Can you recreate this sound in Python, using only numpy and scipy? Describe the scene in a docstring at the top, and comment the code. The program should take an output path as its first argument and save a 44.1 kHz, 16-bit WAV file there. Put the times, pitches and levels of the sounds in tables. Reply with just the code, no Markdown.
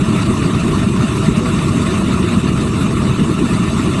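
"""An open yard, where a pellet burner shoots a steady jet of flame a few metres away.
Combustion noise makes a low roar that surges and now and then throbs. Turbulent gas rasps and
excites the hollow resonances of the burner tube, and the nozzle spits once. The forced air
hisses, fluttering with the flame, over the faint tones of the blower and its motor."""
import sys
import numpy as np
from scipy import signal
from scipy.fft import rfft, irfft, next_fast_len
from scipy.io import wavfile
from scipy.ndimage import uniform_filter1d, map_coordinates

SR = 44100
rng = np.random.default_rng(int(sys.argv[2]) if len(sys.argv) > 2 else 0)


def to_wav(sig):
    """Store sig (one row per channel, or 1-D mono) as 16-bit WAV at the path in sys.argv[1].

    Samples outside -1..1 are clipped; the rate is SR.
    """
    pcm = np.clip(np.atleast_2d(sig), -1, 1) * 32767
    pcm = np.round(pcm).astype(np.int16)
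    wavfile.write(sys.argv[1], SR, pcm.T)  # frames by channels


N = 176400

# flicker of the flame's treble (time [s], relative level [dB])
TREBLE_FLICKER = [(0.0, -34.5), (0.18, -27), (0.28, -30), (0.5, -29), (0.54, -27), (0.64, -33.5),
                  (0.72, -27), (0.84, -30), (0.9, -39), (0.98, -28.5), (1.22, -30.5), (1.26, -24.5),
                  (1.3, -36), (1.36, -26.5), (1.42, -38), (1.46, -27), (1.52, -31), (1.64, -28.5),
                  (1.68, -33), (1.9, -27.5), (2.06, -32.5), (2.12, -27), (2.22, -32.5), (2.36, -26),
                  (2.4, -42), (2.48, -26.5), (2.54, -36), (2.58, -29.3), (2.72, -37), (2.82, -25),
                  (2.88, -33.5), (3.0, -28.5), (3.16, -33.5), (3.99, -28.5)]


def amp(db):
    """Amplitude ratio of a level in decibels."""
    return 10 ** (np.asarray(db) / 20)


def unit(x):
    """Normalisation to rms 1."""
    return x / np.sqrt(np.mean(x ** 2) + 1e-20)


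def colour(points):
    """Spectral envelope through (frequency [Hz], gain [dB]) points on a log frequency axis."""
    f, db = np.transpose(points)
    return lambda hz: amp(np.interp(np.log(hz + 1), np.log(f + 1), db))


def curve(rows):
    """Linear interpolation of (time [s], level [dB]) rows to one level per sample."""
    return np.interp(np.arange(N) / SR, *np.transpose(rows))


def swell_db(rows):
    """Fluctuation of a level curve about its mean."""
    level_db = curve(rows)
    return level_db - level_db.mean()


def wobble(rate_hz):
    """Band-limited random modulation: a spline through rate_hz random values a second."""
    knots = rng.standard_normal(int(N * rate_hz / SR) + 4)
    return map_coordinates(knots, [np.arange(N) * rate_hz / SR])


def puff(at_s, half_s):
    """Gaussian envelope that falls to 1/e at half_s either side of its peak."""
    return np.exp(-((np.arange(N) / SR - at_s) / half_s) ** 2)


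def filtered(x, response):
    """Linear filtering: the spectrum of x is multiplied by a frequency response."""
    size = next_fast_len(N + 8192)
    return irfft(rfft(x, size) * response(np.fft.rfftfreq(size, 1 / SR)), size)[:N]


def steady(x, span_s):
    """Division by the running rms holds x near rms 1, removing swells longer than span_s."""
    window = np.hanning(int(span_s * SR) * 2 + 1)
    power = signal.fftconvolve(x ** 2, window, 'same') / signal.fftconvolve(np.ones(N), window, 'same')
    return x / np.sqrt(np.abs(power) + 1e-20)


def turbulence(response, patchy_db, width_bins):
    """Intermittency: eddies give coloured noise brief patches of random gain, at an even overall rms."""
    spectra = signal.stft(rng.standard_normal(N), nperseg=512)[2]
    eddies = uniform_filter1d(rng.standard_normal(spectra.shape), size=width_bins, axis=0)
    eddies = uniform_filter1d(eddies, size=8, axis=1)
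    eddies = eddies - uniform_filter1d(eddies, size=36, axis=1)  # only short-lived patches remain
    patchy = signal.istft(spectra * amp(patchy_db * np.tanh(unit(eddies))), nperseg=512)[1][:N]
    return steady(filtered(patchy, response), span_s=0.057)


def blower(drift_hz=5, waver_db=5.0):
    """Rotating machinery radiates tones: fan and motor, each wavering in pitch and level."""
    # tones of the fan and thin whine of its motor (frequency [Hz], median rms level [dB])
    fan_tones = [(321, -43.5), (492, -49.5), (657, -62)]
    motor_whine = [(7053, -64), (7849, -60)]
    tones = np.zeros(N)
    for hz, db in list(fan_tones) + list(motor_whine):
        phase = 2 * np.pi * np.cumsum(hz + drift_hz * wobble(21.83)) / SR
        tones += np.sqrt(2) * amp(db + waver_db * wobble(7.58)) * np.sin(phase)
    return tones


def nozzle_spit(peak_db=-34):
    """A transient jet: one short puff of gas from the nozzle gives a burst of bright noise."""
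    # spectrum of the spit (frequency [Hz], relative spectral level [dB])
    spectrum = [(2500, -30), (4800, 2), (6500, 0), (9500, 1), (11000, -30)]
    gas = unit(filtered(rng.standard_normal(N), colour(spectrum)))
    return gas * amp(peak_db) * puff(at_s=1.373, half_s=0.013)


def air_hiss(level_db=-36.5, swell_depth=0.6):
    """Jet noise: turbulence in the forced air makes a high hiss with swells of its own."""
    # spectrum of the air jet (frequency [Hz], relative spectral level [dB])
    spectrum = [(1000, -112), (3500, -2.5), (4600, -6), (5070, -6.5), (5550, -1), (5900, -5), (6350, 2),
                (6750, -6), (7050, -2.5), (7300, -1.5), (7800, 2), (8450, 2.5), (8750, -4.5), (8950, -0.5),
                (9450, -2.5), (9850, -8.5), (11300, -8.5), (12000, -26.5)]
    # swells of the air jet (time [s], relative level [dB])
    air_swells = [(0.0, -39), (0.2, -37.5), (0.39, -35), (0.42, -38), (0.58, -38.5), (0.77, -36),
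                  (0.88, -39), (1.27, -34), (1.34, -41), (1.41, -40), (1.44, -36.5), (1.89, -35),
                  (2.08, -39), (2.15, -38), (2.39, -38), (2.43, -40), (2.68, -37), (2.71, -41),
                  (2.82, -32.5), (2.87, -40.5), (3.01, -36.5), (3.13, -42), (3.27, -37), (3.38, -40.5),
                  (3.49, -36.5), (3.69, -39), (3.73, -34.5), (4.0, -37.5)]
    hiss = turbulence(colour(spectrum), patchy_db=4.5, width_bins=5)
    return hiss * amp(level_db + swell_depth * swell_db(air_swells))


def gas_rush(level_db=-33.5, flicker_depth=0.8, rasp_db=1.6, rasp_hz=220):
    """Broadband flow noise of the rushing gas; fast amplitude modulation makes it rasp."""
    # turbulence between the tube's resonances (frequency [Hz], relative spectral level [dB])
    spectrum = [(150, -30), (500, 5.5), (830, 4), (1400, 5.5), (1580, -1.5), (2050, 4.5), (2950, -5),
                (3250, -58), (4100, -4), (4800, -4.5), (5200, -50), (9000, -60)]
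    rush = turbulence(colour(spectrum), patchy_db=6.5, width_bins=6)
    return rush * amp(level_db + flicker_depth * swell_db(TREBLE_FLICKER) + rasp_db * wobble(rasp_hz))


def burner_tube(level_db=-27, flicker_depth=0.3):
    """Air-column resonance: the tube's modes pick hollow bands out of the turbulence."""
    # modes of the tube (frequency [Hz], half-width at half amplitude [Hz], relative level [dB])
    modes = [(610, 32, -1), (649.7, 26, 2.5), (1115, 160, 1.5), (1165, 140, -2), (1335, 92, 0),
             (1780, 113, -7.5), (2580, 340, -8), (2750, 283, -6.5), (3525, 69, -6.5), (3800, 190, -8)]

    def response(hz):
        """The resonance peaks add in power."""
        peaks = (amp(db) / (1 + ((hz - centre) / width) ** 2) for centre, width, db in modes)
        return np.sqrt(sum(peak ** 2 for peak in peaks))

    hollow = turbulence(response, patchy_db=4.5, width_bins=3)
    return hollow * amp(level_db + flicker_depth * swell_db(TREBLE_FLICKER))


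def flame_roar(throb_db=-2, displaced_share=0.4):
    """Combustion noise swells and sags; in a throb it falls into step for a few strong cycles."""
    # spectrum of the combustion noise (frequency [Hz], relative spectral level [dB])
    spectrum = [(15, -19), (30, -18), (70, -6), (100, -3), (130, 0), (160, -1.6), (185, 1.5), (235, -1.5),
                (262, -6), (292, -5), (340, -6.5), (385, -9), (450, -18.5), (540, -30), (900, -53),
                (2000, -89)]
    # surges of the roar (time [s], level [dB])
    surges = [(0.0, -14), (0.02, -9.5), (0.06, -21.5), (0.08, -11.5), (0.26, -16), (0.3, -10.5),
              (0.36, -18), (0.46, -12), (0.52, -17.5), (0.56, -10.5), (0.6, -18), (0.64, -13.5),
              (0.84, -14), (0.88, -15), (0.9, -14.5), (1.035, -14.5), (1.075, -20), (1.1, -15),
              (1.14, -17.5), (1.18, -14), (1.265, -16), (1.29, -10.5), (1.36, -19), (1.38, -10.5),
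              (1.42, -17), (1.56, -13), (1.62, -16.4), (1.7, -11.5), (1.74, -17), (1.76, -12),
              (1.86, -15.5), (2.24, -13), (2.3, -16.4), (2.38, -11.5), (2.42, -22), (2.44, -13),
              (2.72, -16), (2.84, -13.5), (2.88, -16), (3.12, -12.5), (3.16, -20.5), (3.22, -8.5),
              (3.26, -18.5), (3.3, -11.5), (3.36, -18.5), (3.44, -10.5), (3.48, -20.5), (3.54, -9),
              (3.58, -19), (3.6, -14), (3.7, -16), (3.8, -13.5), (3.82, -17.5), (3.88, -12), (3.92, -17),
              (3.99, -14.9)]
    # throbs of the flame (time [s], relative peak level [dB], frequency [Hz])
    throbs = [(0.874, -5, 215), (1.002, -4, 140.6), (1.041, -3.5, 230), (1.286, 0, 184.5),
              (1.383, -3.5, 211.6), (2.376, -2, 202), (2.845, -7, 200), (3.114, -4.5, 152.2),
              (3.444, -6.5, 231.7), (3.536, -4.5, 179.8), (3.605, -5.5, 199.3)]
    combustion = filtered(rng.standard_normal(N), colour(spectrum))
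    roar = steady(combustion, span_s=0.034) * amp(curve(surges))
    for at_s, db, hz in throbs:
        envelope = puff(at_s, half_s=0.0081)
        cycles = np.sin(2 * np.pi * (hz * np.arange(N) / SR + rng.random()))
        roar = roar * (1 - displaced_share * envelope) + amp(db + throb_db) * envelope * cycles
    return roar


def scene(flutter_db=1, flutter_hz=61):
    """Superposition at one listening point; tube, gas and air share one quick flutter in level."""
    roar = flame_roar()
    jet = burner_tube() + gas_rush() + air_hiss()
    flutter = amp(flutter_db * wobble(flutter_hz))
    return (roar + jet * flutter + blower() + nozzle_spit())[None]


def record(dry, cutoff_hz=11800):
    """Band limiting: an ideal low-pass filter removes everything above the cutoff."""
    return np.array([filtered(channel, lambda hz: hz < cutoff_hz) for channel in dry])


dry = scene()
out = record(dry)
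to_wav(out)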